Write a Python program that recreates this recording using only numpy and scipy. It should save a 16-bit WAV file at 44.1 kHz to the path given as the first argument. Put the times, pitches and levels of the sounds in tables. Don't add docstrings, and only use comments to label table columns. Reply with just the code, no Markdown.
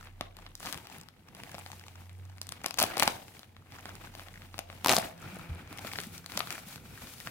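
import sys
import numpy as np
from scipy import signal
from scipy.fft import rfft, irfft, next_fast_len
from scipy.io import wavfile
from scipy.ndimage import uniform_filter1d, map_coordinates

SR = 44100
rng = np.random.default_rng(int(sys.argv[2]) if len(sys.argv) > 2 else 0)


def decibels_to_gain(level_db):
    exponent = np.asarray(level_db, float) / 20
    return 10 ** exponent


def int16_out(signal):
    q = np.round(np.clip(np.atleast_2d(signal).T, -1, 1) * 32767)
    wavfile.write(sys.argv[1], SR, q.astype(np.int16))


N = 321930
LEAD = 128
PORT_LAG = 5
OPEN_S = 5.2


def unit(x):
    return x / np.sqrt(np.mean(x ** 2) + 1e-20)


def along(points, hz):
    point_hz, value = np.transpose(points)
    return np.interp(np.log(hz + 1), np.log(point_hz + 1), value)


def curves(rows):
    s, *columns = np.transpose(rows)
    return [np.interp(np.arange(N) / SR, s, column) for column in columns]


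def wobble(rate):
    knots = rng.standard_normal(int(N * rate / SR) + 4)
    return map_coordinates(knots, [np.arange(N) * rate / SR])


def filtered(x, response):
    size = next_fast_len(x.shape[-1] + 8192)
    spectrum = rfft(x, size) * response(np.fft.rfftfreq(size, 1 / SR))
    return irfft(spectrum, size)[..., :x.shape[-1]]


# (frequency [Hz], likeness [-1 to 1])
LIKENESS = [(100, 0.94), (700, 0.75), (2000, 0.56), (6000, 0.029), (14000, 0.034)]


def rush(spectrum):
    def mid_side(hz):
        turn = np.arccos(np.clip(along(LIKENESS, hz), -1, 1)) / 2
        return decibels_to_gain(along(spectrum, hz)) * [np.cos(turn), np.sin(turn)]

    mid, side = filtered(rng.standard_normal((2, N)), mid_side)
    return unit(np.array([mid + side, mid - side]))


def place(seconds, shapes, lag):
    at = np.round(seconds * SR).astype(int)[:, None] + np.arange(shapes.shape[2])
    ports = []
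    for shape, late in zip(shapes, (0, lag)):
        track = np.bincount((at + late).ravel(), shape.ravel(), N + SR)
        ports.append(track[LEAD:N + LEAD])
    return np.array(ports)


def burst(spectrum, focus_hz, focus_db, rise, t60, core, unlike, size):
    t, hz = (np.arange(size) - LEAD) / SR, np.fft.rfftfreq(size, 1 / SR)
    draw = rng.standard_normal((len(focus_hz), 3 * size + 1))
    common, left, right = np.moveaxis(draw[:, 1:].reshape(-1, 3, size), 1, 0)
    life = np.where(t < 0, -rise, t60) * decibels_to_gain(1.2 * draw[:, :1])
    creep = .14 * decibels_to_gain(-15 * t / life)
    envelope = decibels_to_gain(-60 * t / life) + creep
    slip = (common + unlike * np.array([left, right])) * envelope
    slip[..., LEAD] += core
    focus = np.exp(-(np.log((hz + 1) / focus_hz) / 0.37) ** 2)
    colour_db = along(spectrum, hz) + focus_db * focus
    rows = irfft(rfft(slip) * decibels_to_gain(colour_db), size)
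    return rows / np.abs(rows).max(axis=(0, 2), keepdims=True)


# (pitch [Hz], start [s], loudest [s], stop [s], loudest level [dB])
MACHINE_RUNS = [
    (91.5, -.3, .1, .55, -55),
    (91.5, 1.54, 1.6, 1.95, -52),
    (91.5, 1.98, 2.25, 2.5, -47),
    (91.5, 3.55, 4.7, 4.9, -53),
    (91.5, 5.1, 5.9, 6.6, -58),
    (33, -.1, .25, .6, -55),
    (33, 3.85, 4.1, 4.8, -59.5),
    (169, 5.08, 5.3, 5.56, -53),
    (169, 5.93, 6.02, 6.35, -54),
]


def hum(hz, level_db, drift):
    turns = np.cumsum(hz * (1 + drift * wobble(3.59))) / SR
    return np.sqrt(2) * decibels_to_gain(level_db) * np.sin(2 * np.pi * turns)


def machine():
    fade_s, drift_hz = .16, 1.3
    t = np.arange(N) / SR
    tones = np.zeros(N)
    for hz in sorted({row[0] for row in MACHINE_RUNS}):
        levels = []
        for pitch, start, loudest, stop, db in MACHINE_RUNS:
            if pitch == hz:
                times = [start - fade_s, start, loudest, stop, stop + fade_s]
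                levels.append(db + np.interp(t, times, [-25, -5, 0, -5, -25]))
        tones += hum(hz, np.max(levels, axis=0) + 1.25 * wobble(11), drift_hz / hz)
    return np.array([tones, np.roll(tones, 5 * PORT_LAG)]) * decibels_to_gain([[-.7], [.7]])


# (time [s], hold [s], rustle level [dB], fizz rel. to rustle [dB])
GRIPS = [(0, 0.052, -58.5, -4.5), (0.228, 0.035, -60.5, -16), (0.38, 0.08, -60, -8.5),
         (0.667, 0.0079, -46, 5.5), (0.76, 0.042, -55, -2), (0.924, 0.033, -51, -3),
         (1.3, 0.015, -60.5, -9), (1.388, 0.2, -55, -3.5), (1.623, 0.14, -62.5, 5), (1.817, 0.24, -62, -1),
         (2.108, 0.38, -68.5, -3.5), (2.518, 0.17, -58.5, -6), (3.18, 0.23, -62.5, 3.5),
         (3.737, 0.043, -54, -4), (3.845, 0.23, -55, -3.5), (4.152, 0.095, -57, 0), (4.322, 0.14, -61.5, 1),
         (4.553, 0.0081, -59.5, 0), (4.713, 0.1, -57.5, -0.5)]
# (time [s], hold [s], rustle level [dB], fizz rel. 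to rustle [dB])
STROKES = [
    (2.655, 0.0091, -59, 3),
    (2.8, 0.015, -29, 0),
    (2.999, 0.06, -37, 6),
    (4.861, .01, -37, 1),
    (4.905, 0.017, -29, 7.5),
]
# (time [s], hold [s], rustle level [dB], fizz rel. to rustle [dB])
PULLS = [(5.216, 0.19, -51, -4.5), (5.45, 0.17, -54.5, -6.5), (5.707, 0.099, -54, -4),
         (5.86, 0.0088, -48, 4), (5.982, 0.0085, -49.5, 11), (6.148, 0.014, -55, 7),
         (6.328, 0.071, -49.5, 4), (6.508, 0.011, -45, 9), (6.697, 0.019, -54.5, 10),
         (6.852, 0.17, -60.5, 5), (6.996, 0.056, -57.5, 5), (7.077, 0.16, -63.5, 13.5),
         (7.262, 0.015, -56, 7)]


def effort():
    rest_rustle_db, rest_fizz_db = -67.5, -71
    rustle_fall, fizz_fall = 123, 173
    s, hold, db, fizz_db = np.transpose([*STROKES, *GRIPS, *PULLS])[:, :, None]
    blade = np.arange(len(s))[:, None] < len(STROKES)
    rise = np.where(blade, 910, 264)
    t = np.arange(0, N + 64, 64) / SR
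    before = np.maximum(s - t, 0)
    after = np.maximum(t - s - hold, 0) * np.where(blade, 1.07, 1)
    rustle = decibels_to_gain(2 * (db - rise * before - rustle_fall * after)).sum(axis=0)
    fizz = decibels_to_gain(2 * (db + fizz_db - rise * before - fizz_fall * after)).sum(axis=0)
    rustle_db = 10 * np.log10(decibels_to_gain(2 * rest_rustle_db) + rustle)
    total_fizz_db = 10 * np.log10(decibels_to_gain(2 * rest_fizz_db) + fizz)
    return curves(np.transpose([t, rustle_db, total_fizz_db]))


# (frequency [Hz], level [dB per Hz])
RUMBLE = [(12, -30), (20, -20), (43, -5.5), (103, 1.5), (173, -0.5), (443, -14.5), (500, -9), (650, -37),
          (1100, -120)]


def bedding():
    lifted = np.arange(N) / SR > OPEN_S
    pressing_db = uniform_filter1d(effort()[0], int(0.028 * SR)) + 57
    level_db = -58 + 3 * lifted + 0.36 * pressing_db + 2.62 * wobble(25)
    return decibels_to_gain(level_db) * rush(RUMBLE)


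def crinkle(level_db, spectrum, low_hz, high_hz, t60, spread_db, count):
    draw = rng.random((count, 4))
    size = decibels_to_gain(-spread_db * np.log(draw[:, 1:2] + 0.066))
    sides = decibels_to_gain(12.0 * (draw[:, 2:3] - .5) * np.array([1, -1])[:, None, None])
    pitch_hz = low_hz * (high_hz / low_hz) ** draw[:, 3:]
    shapes = burst(spectrum, pitch_hz, 9.2, rise=0.014, t60=t60, core=4.9, unlike=1.0, size=384)
    grains = place(draw[:, 0] * N / SR, sides * size * shapes, PORT_LAG)
    return decibels_to_gain(level_db) * unit(grains)


# (frequency [Hz], level [dB per Hz])
RUSTLE = [(150, -39), (260, 4.5), (450, -7), (760, -0.5), (1050, -7), (1400, -7), (1900, -6.5),
          (2500, -7.5), (3800, -14), (6000, -23.5), (9000, -44)]
# (frequency [Hz], level [dB per Hz])
FIZZ = [(1500, -6.5), (3500, -2.5), (7000, -5), (15000, -5), (17000, -11)]


def mouth(x):
    width_hz = 220

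    def resonances(hz):
        return sum(1j * hz * width_hz / (centre ** 2 - hz ** 2 + 1j * hz * width_hz)
                   for centre in (1400, 2350))

    return decibels_to_gain(2) * filtered(x, resonances)


def handling():
    rustle_db, fizz_db = effort()
    slit = np.arange(N) > OPEN_S * SR
    tremor = 1.5 * wobble(60)
    rustle = decibels_to_gain(np.minimum(rustle_db - 6 + 3 * slit, -47) + tremor) * rush(RUSTLE)
    fizz = decibels_to_gain(np.minimum(fizz_db - 1.5, -49) + tremor) * rush(FIZZ)
    dull_db = np.minimum(rustle_db - 4 * slit, -41) + tremor
    dull = crinkle(dull_db, RUSTLE, low_hz=660, high_hz=4200, t60=0.011, spread_db=3.8, count=3000)
    bright_db = fizz_db - 9 - 4 * slit
    bright = crinkle(bright_db, FIZZ, low_hz=3870, high_hz=14200, t60=0.009, spread_db=2.5, count=2200)
    low = rustle + dull
    low = low + mouth(low) * slit
    return decibels_to_gain([[.6], [-.6]]) * low + decibels_to_gain([[1.5], [-1.5]]) * (fizz + bright)


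# (time [s], left over right level [dB])
BLADE_PAN = [(0, 4), (2.8, 4.5), (3.4, 5), (3.7, 1.5), (4.5, 4), (4.6, 4.5), (5.3, 3.5), (7.3, 3.5)]


def slips(rows, spectrum, level_db, focus_db, t60):
    s, db, hz = np.transpose(rows)[:, :, None]
    pan_db = np.interp(s, *np.transpose(BLADE_PAN))
    sides_db = np.array([pan_db, -pan_db]) / 2
    shapes = burst(spectrum, hz, focus_db, rise=.003, t60=t60, core=4, unlike=.6, size=512)
    give_s = .0014
    return place(s[:, 0] + give_s, decibels_to_gain(db + level_db + sides_db) * shapes, PORT_LAG)


# (frequency [Hz], level [dB per Hz])
POUCH_WALL = [(300, -42), (700, -3.5), (3000, -7), (6000, -7.5), (10000, -21)]
# (time [s], peak level [dB], pitch [Hz])
DIMPLES = [(0.009, -38.5, 1170), (0.027, -39, 1480), (0.04, -44, 1240), (0.387, -37, 1010),
           (0.424, -45, 1120), (0.651, -32, 1300), (0.664, -25, 1070), (0.686, -31, 1260),
           (0.698, -36, 1020), (0.73, -29, 1470), (0.783, -38, 802), (0.846, -45, 802), (0.858, -43, 829),
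           (0.898, -37, 805), (0.914, -41, 816), (0.924, -35, 1750), (1.285, -39, 1090), (1.366, -40, 802),
           (1.399, -39.5, 851), (1.471, -50, 1720), (1.492, -41, 1840), (1.701, -37, 845),
           (1.729, -35.5, 860), (1.81, -43, 1950), (1.837, -38.5, 2050), (1.865, -40, 1100),
           (1.955, -39.5, 1010), (2.006, -45.5, 1140), (2.045, -58, 826), (2.296, -44.5, 802),
           (2.317, -44.5, 1330), (2.614, -41.5, 821), (3.699, -60, 810), (3.758, -39, 1180),
           (3.89, -34, 1300), (4.069, -45, 816), (4.139, -38, 848), (4.267, -38, 1880), (4.339, -39, 1750),
           (4.356, -39, 1910), (4.374, -37, 1830), (4.607, -48, 821), (4.918, -29, 1200), (4.924, -17, 894),
           (5.284, -40, 1430), (5.619, -52, 1870), (5.674, -39, 1320), (5.707, -42, 2330),
           (5.784, -29.5, 2480), (5.874, -27, 1820), (5.956, -26, 1890), (5.999, -44, 1410),
           (6.04, -32.5, 1330), (6.242, -39, 1350), (6.361, -33, 1190), (6.636, -36.5, 802),
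           (6.777, -37.5, 1490), (6.853, -40.5, 1310), (6.975, -38, 1730), (7.019, -35, 888)]


def dimples():
    return slips(DIMPLES, POUCH_WALL, 0.39, 12.0, t60=0.014)


# (time [s], peak level [dB], pitch [Hz])
TICKS = [(0.0144, -52, 7380), (0.0463, -38, 11000), (0.4015, -43, 9790), (0.4194, -46, 5320),
         (0.4883, -46, 9130), (0.5072, -48, 9250), (0.5756, -45, 6570), (0.5985, -29.5, 8420),
         (0.699, -37, 5010), (0.8274, -49, 9300), (0.8515, -37, 5090), (0.9822, -31, 13700),
         (0.9994, -38, 6450), (1.0326, -38, 5130), (1.4925, -37, 5690), (1.515, -34, 7970),
         (1.5894, -33, 8550), (1.595, -34, 8590), (1.6726, -37, 5460), (1.7404, -43, 6070),
         (2.1291, -45, 8840), (2.1675, -51, 11500), (2.1804, -48, 8910), (2.1874, -44, 10500),
         (2.2518, -41.5, 5330), (2.3526, -53, 5340), (2.3735, -45, 9070), (2.429, -35, 7100),
         (2.5186, -28, 9000), (2.637, -26, 8730), (2.8265, -3.5, 13100), (3.8072, -39, 6220),
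         (4.037, -40, 5020), (4.0602, -38, 6240), (4.182, -39, 11000), (4.233, -36, 11700),
         (4.3301, -40, 9420), (4.5276, -51, 6740), (4.5946, -31, 9180), (4.9436, -12, 5530),
         (5.1774, -41, 5630), (5.199, -42, 8300), (5.217, -37, 8110), (5.3443, -36, 11000),
         (5.3574, -35, 7570), (5.3864, -38, 12000), (5.5478, -39, 9120), (5.7843, -38, 5530),
         (5.9275, -26, 5350), (6.0004, -30, 8650), (6.013, -31, 8930), (6.0407, -45, 6710),
         (6.0681, -33, 11000), (6.1489, -36, 12700), (6.1784, -26, 5370), (6.3698, -24, 5510),
         (6.5061, -39, 8300), (6.5514, -33, 7250), (6.5894, -34, 6000), (6.6837, -30, 10400)]


def ticks():
    return slips(TICKS, FIZZ, -0.68, 9.5, t60=0.007)


# (time [s], peak level [dB], pitch [Hz])
CREASES = [(0.055, -40, 1880), (0.0644, -44, 1750), (0.632, -37, 1710), (0.7174, -41, 1390),
           (0.944, -38, 1840), (0.9614, -42, 1640), (1.3987, -38, 2360), (1.4341, -38, 1870),
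           (1.4711, -41, 1790), (1.5304, -38, 1820), (3.3408, -49, 1820), (3.3667, -39.5, 2420),
           (3.6217, -44.5, 1230), (3.7844, -35, 1350), (3.9155, -39, 1270), (5.2244, -34, 1270),
           (5.2994, -44, 1400), (5.393, -33, 1300), (5.8894, -33, 2280), (5.9147, -28.5, 2160),
           (6.025, -46, 2310), (6.5245, -29, 1270), (6.552, -33, 1810), (6.7265, -38, 3960),
           (6.9814, -40, 1730), (7.0784, -45, 1720), (7.1806, -38, 4310), (7.207, -35, 1840),
           (7.2646, -34, 1360), (7.2784, -34, 1820)]


def creases():
    return slips(CREASES, POUCH_WALL, -2.0, 18, t60=0.017)


# (frequency [Hz], level [dB], decay [cycles])
POUCH_MODES = [(259, -1, 4.6), (380, -8.5, 10.5), (588, -0.5, 9.5), (735, 8, 10.9), (1084, -0.5, 10)]


def pouch_ring(count, scatter, spread_db, size):
    t = np.maximum(np.arange(size) - LEAD + 20, 0) / SR
    mode_hz, db, cycles = np.transpose(POUCH_MODES)[:, :, None]
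    draw = rng.standard_normal((count, len(POUCH_MODES), 3))
    hz = mode_hz * np.exp(scatter * draw[..., :1])
    level_db = db + spread_db * draw[..., 1:2] - 60 * t * hz / cycles
    modes = decibels_to_gain(level_db) * np.sin(2 * np.pi * hz * t)
    rows = modes.sum(axis=1) * (1 - np.exp(-t / 0.00039))
    return rows / np.abs(rows).max(axis=1, keepdims=True)


# (time [s], crack peak level [dB], pouch rel. to crack [dB], fizz rel. to crack [dB])
PRYING = [(0.0719, -36.5, -17, -21), (0.2103, -19.5, -2, -13), (0.3684, -39.5, -9, -5),
          (0.4651, -30, -18, -24), (0.5536, -39, -31, 10.5), (0.6046, -36, -5, -5), (0.6297, -32.5, -4, -6),
          (0.6593, -32.5, 0, 1), (0.6712, -24, -11, -30), (0.7268, -26.5, -20, 0.5),
          (0.7445, -27.5, -8, -6.5), (0.7761, -32.5, -25, -2.5), (0.871, -35.5, -14, -5),
          (1.0132, -45, -19, 9), (1.0867, -39, -10, -6.5), (1.3498, -40, -13, 2), (1.4356, -33.5, -8, -5.5),
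          (1.5446, -37.5, 7.5, -6), (1.5504, -30.5, -14, -16), (1.5829, -32.5, -1.5, -10),
          (1.6629, -32, -4, -13), (1.7176, -32.5, -10, -7.5), (1.7963, -42, -18, -1.5),
          (1.883, -35, -9, -10), (2.0953, -40.5, -15, -10), (2.3829, -38, -22, -13),
          (2.4158, -30.5, -17, 6.5), (2.4694, -38, -14, -1), (2.4912, -32.5, -15, 4), (2.5225, -27, -12, 0)]
CUT = [(2.6422, -32, -9, -7), (2.6443, -23.5, -2, -16), (2.6592, -27, -6, -8), (2.662, -20.5, -3.5, 4),
       (2.684, -37, -20, 4), (2.7089, -25, -12, -3), (2.7422, -33, -5, 2), (2.775, -36, 0, 0),
       (2.786, -18, -4, -13), (2.788, -23, -1, 6), (2.7917, -19.5, -6, 2.5), (2.794, -20.5, -2, -1),
       (2.801, -19.5, -12, 6), (2.8146, -17, -8, -5), (2.8193, -16, 1.5, -5), (2.826, -21, -5, -3),
       (2.837, -18.5, 4, -6), (2.84, -21.5, -5, 1), (2.9693, -29.5, 4, 1), (2.972, -21, 3, -8),
       (2.9806, -26.5, -4, 3), (2.9977, -16, -7, 1), (3.0026, -14, -9, -13), (3.0245, -7.5, -3.5, -9),
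       (3.0314, -14.5, -7, -4), (3.0347, -20, 1, -3), (3.0768, -12, -9, -2.5), (3.0781, -12.5, 0.5, -5.5)]
REGRIP = [(3.2822, -39.5, -5, -11), (3.3937, -41.5, -1, 3), (3.4321, -36.5, -10, -16),
          (3.5663, -39.5, -9, -16), (3.722, -38, -11, -8), (3.7928, -40, -4, -5), (3.8564, -26.5, -5, -12),
          (3.9539, -37, -13, -0.5), (4.0496, -35, -10, -17), (4.1519, -35, -4, -3),
          (4.196, -28.5, -12, -19), (4.285, -33.5, -36, -15), (4.42, -34.5, -26, -19),
          (4.543, -29.5, -7, -34), (4.581, -34.5, -2, -5), (4.591, -23, -2.5, -3), (4.701, -32, -4, -27),
          (4.728, -36, -11, -20)]
RIP = [(4.8466, -18, -3, -2), (4.861, -16, 5.5, -2.5), (4.872, -24, 5, 6.5), (4.884, -15, -3, -2.5),
       (4.8917, -19, 3.5, -6), (4.8944, -7, -9, -2), (4.9012, -13.5, -0.5, -11), (4.9087, -14.5, 2.5, -7),
       (4.9168, -11.5, -5, -16), (4.92, -25, 9, -16), (4.9245, -28, -15.5, -13), (4.925, -21.5, -8, 3),
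       (4.934, -19, 5, -1), (4.938, -20, -1, -8), (4.9507, -28, -11, 7), (4.9621, -27, -19, 2),
       (4.9666, -15, -2.5, 5), (4.9806, -22, 7.5, -17), (4.985, -22.5, 8, 3.5)]
SPREAD = [(5.254, -43, -4, -16), (5.368, -47, 15, -2), (5.5572, -43, 2, -15), (5.7279, -41, 8, 1),
          (5.7755, -37, -7, -3), (5.7919, -35, 2, -3), (5.8484, -34, 6, -13), (5.871, -35, -12, 0),
          (5.9348, -25.5, -10, -9), (5.9872, -18.5, -9.5, -20), (6.0025, -29, -20, -2),
          (6.0363, -33, -22, -9), (6.2618, -32, -11, 1), (6.2986, -32.5, -8, -15), (6.3206, -29.5, -13, -8),
          (6.3745, -22, -13, 2.5), (6.3764, -20, -6, -4.5), (6.3927, -34, 2, 13), (6.4054, -15, -10.5, -22),
          (6.473, -28, -16, -20), (6.5058, -24.5, -34, -4), (6.5264, -32.5, -12, 4), (6.5806, -30, -9, -21),
          (6.7591, -31.5, -8, -8), (7.072, -33.5, -23, -18), (7.138, -49, -25, 9), (7.2027, -35, -9, -2),
          (7.273, -21.5, -12.5, -19.5)]
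# (frequency [Hz], level [dB per Hz])
CRACK = [(500, -34), (1100, 6.5), (1600, 2.5), (2400, 5), (4500, 3), (7000, -25.5), (9000, -49)]
# (frequency [Hz], level [dB per Hz])
SPARK = [(3000, -1), (5000, 13), (8000, 7.5), (12000, 7), (15500, 4), (16600, -15), (17000, -45)]
# (time [s], lag [samples])
BLADE_LAG = [
    (4.7, 5),
    (4.8, 0),
    (5.4, 1),
    (6, 4),
]


def snaps():
    s, db, pouch_db, fizz_db = np.transpose([*PRYING, *CUT, *REGRIP, *RIP, *SPREAD])[:, :, None]
    crack_hz = 3300 * np.exp(0.042 * fizz_db)
    crack = burst(CRACK, crack_hz, 5, rise=.002, t60=.005, core=11, unlike=.7, size=768)
    crack = decibels_to_gain(db + 2) * crack
    spark = burst(SPARK, 3 * crack_hz, 2, rise=.002, t60=.004, core=9, unlike=1.2, size=768)
    spark = decibels_to_gain(db + fizz_db + 7.5) * spark
    ring = decibels_to_gain(db + pouch_db - 1.5) * pouch_ring(len(s), scatter=0.078, spread_db=3.0, size=1536)
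    pan_db = np.interp(s, *np.transpose(BLADE_PAN)) + 2.5 * rng.standard_normal(s.shape)
    sides = decibels_to_gain(np.array([pan_db, -pan_db]) / 2)
    lag = np.round(np.interp(s, *np.transpose(BLADE_LAG))).astype(int)
    sharp = place(s[:, 0], sides * crack + sides ** 2.05 * spark, lag)
    hollow = place(s[:, 0], sides ** 0.11 * ring, lag)
    return sharp + hollow


# (frequency [Hz], t60 [s])
ROOM_DECAY = [(200, 0.13), (600, 0.58), (1500, 0.15), (4000, 0.29), (10000, 0.19)]
# (frequency [Hz], level [dB])
FURNISHINGS = [(760, -3), (1700, 2), (5000, -6.5), (12000, -3), (17000, -14)]


def room(x):
    x = filtered(x, lambda hz: decibels_to_gain(along(FURNISHINGS, hz)))
    out, step = np.zeros((2, N + SR)), SR // 20
    hz, t, z = signal.stft(rng.standard_normal((8, 2, SR // 2)), SR, nperseg=256)
    decay = decibels_to_gain(-60 * t / along(ROOM_DECAY, hz)[:, None])
    tails = signal.istft(z * decay, SR, nperseg=256)[1]
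    turn = np.arange(N) // step % len(tails)
    for k, tail in enumerate(tails):
        wet = signal.fftconvolve(x * (turn == k), tail / np.linalg.norm(tail[0]), axes=1)
        out[:, 130:130 + wet.shape[1]] += wet
    return out[:, :N]


# (time [s], peak level [dB], pitch [Hz], t60 [s])
BUMPS = [(5.318, -46.5, 188, 0.14), (5.495, -35.5, 83, 0.18), (5.497, -40, 55, 0.086),
         (5.498, -39, 126, 0.059), (5.666, -46.5, 84, 0.071), (5.712, -45.5, 296, 0.033),
         (5.851, -45.5, 230, 0.046), (5.99, -46, 410, .04), (6.072, -42, 220, 0.037),
         (6.362, -40.5, 193, 0.033), (6.536, -54, 302, 0.051), (6.669, -48, 198, 0.048),
         (7.033, -49.5, 231, 0.051)]


def bumps():
    s, db, hz, t60 = np.transpose(BUMPS)[:, :, None]
    t = np.arange(SR // 4) / SR
    swell = (1 - np.exp(-12 * t / t60)) ** 2
    thud = decibels_to_gain(db + 16.0 - 60 * t / t60) * swell * np.sin(2 * np.pi * hz * t)
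    return place(s[:, 0], np.array([thud, thud]), PORT_LAG)


def scene():
    def lean_bass(hz):
        return (1j * hz / (116 + 1j * hz)) ** 2

    film = filtered(-snaps(), lean_bass)
    faint = machine() + bedding() + handling()
    faint = faint + dimples() + ticks() + creases()
    faint = faint + decibels_to_gain(-8.5) * room(film) + bumps()
    return film + filtered(faint, lambda hz: hz < 15850)


def band_limit(x):
    return signal.sosfilt(signal.butter(12, 16970, fs=SR, output="sos"), x)


def record(dry):
    soft = dry / (1 + np.abs(dry / .85) ** 4) ** .25
    mix = filtered(soft, lambda hz: hz < 16950)
    return band_limit(mix)


dry = scene()
out = record(dry)
int16_out(out)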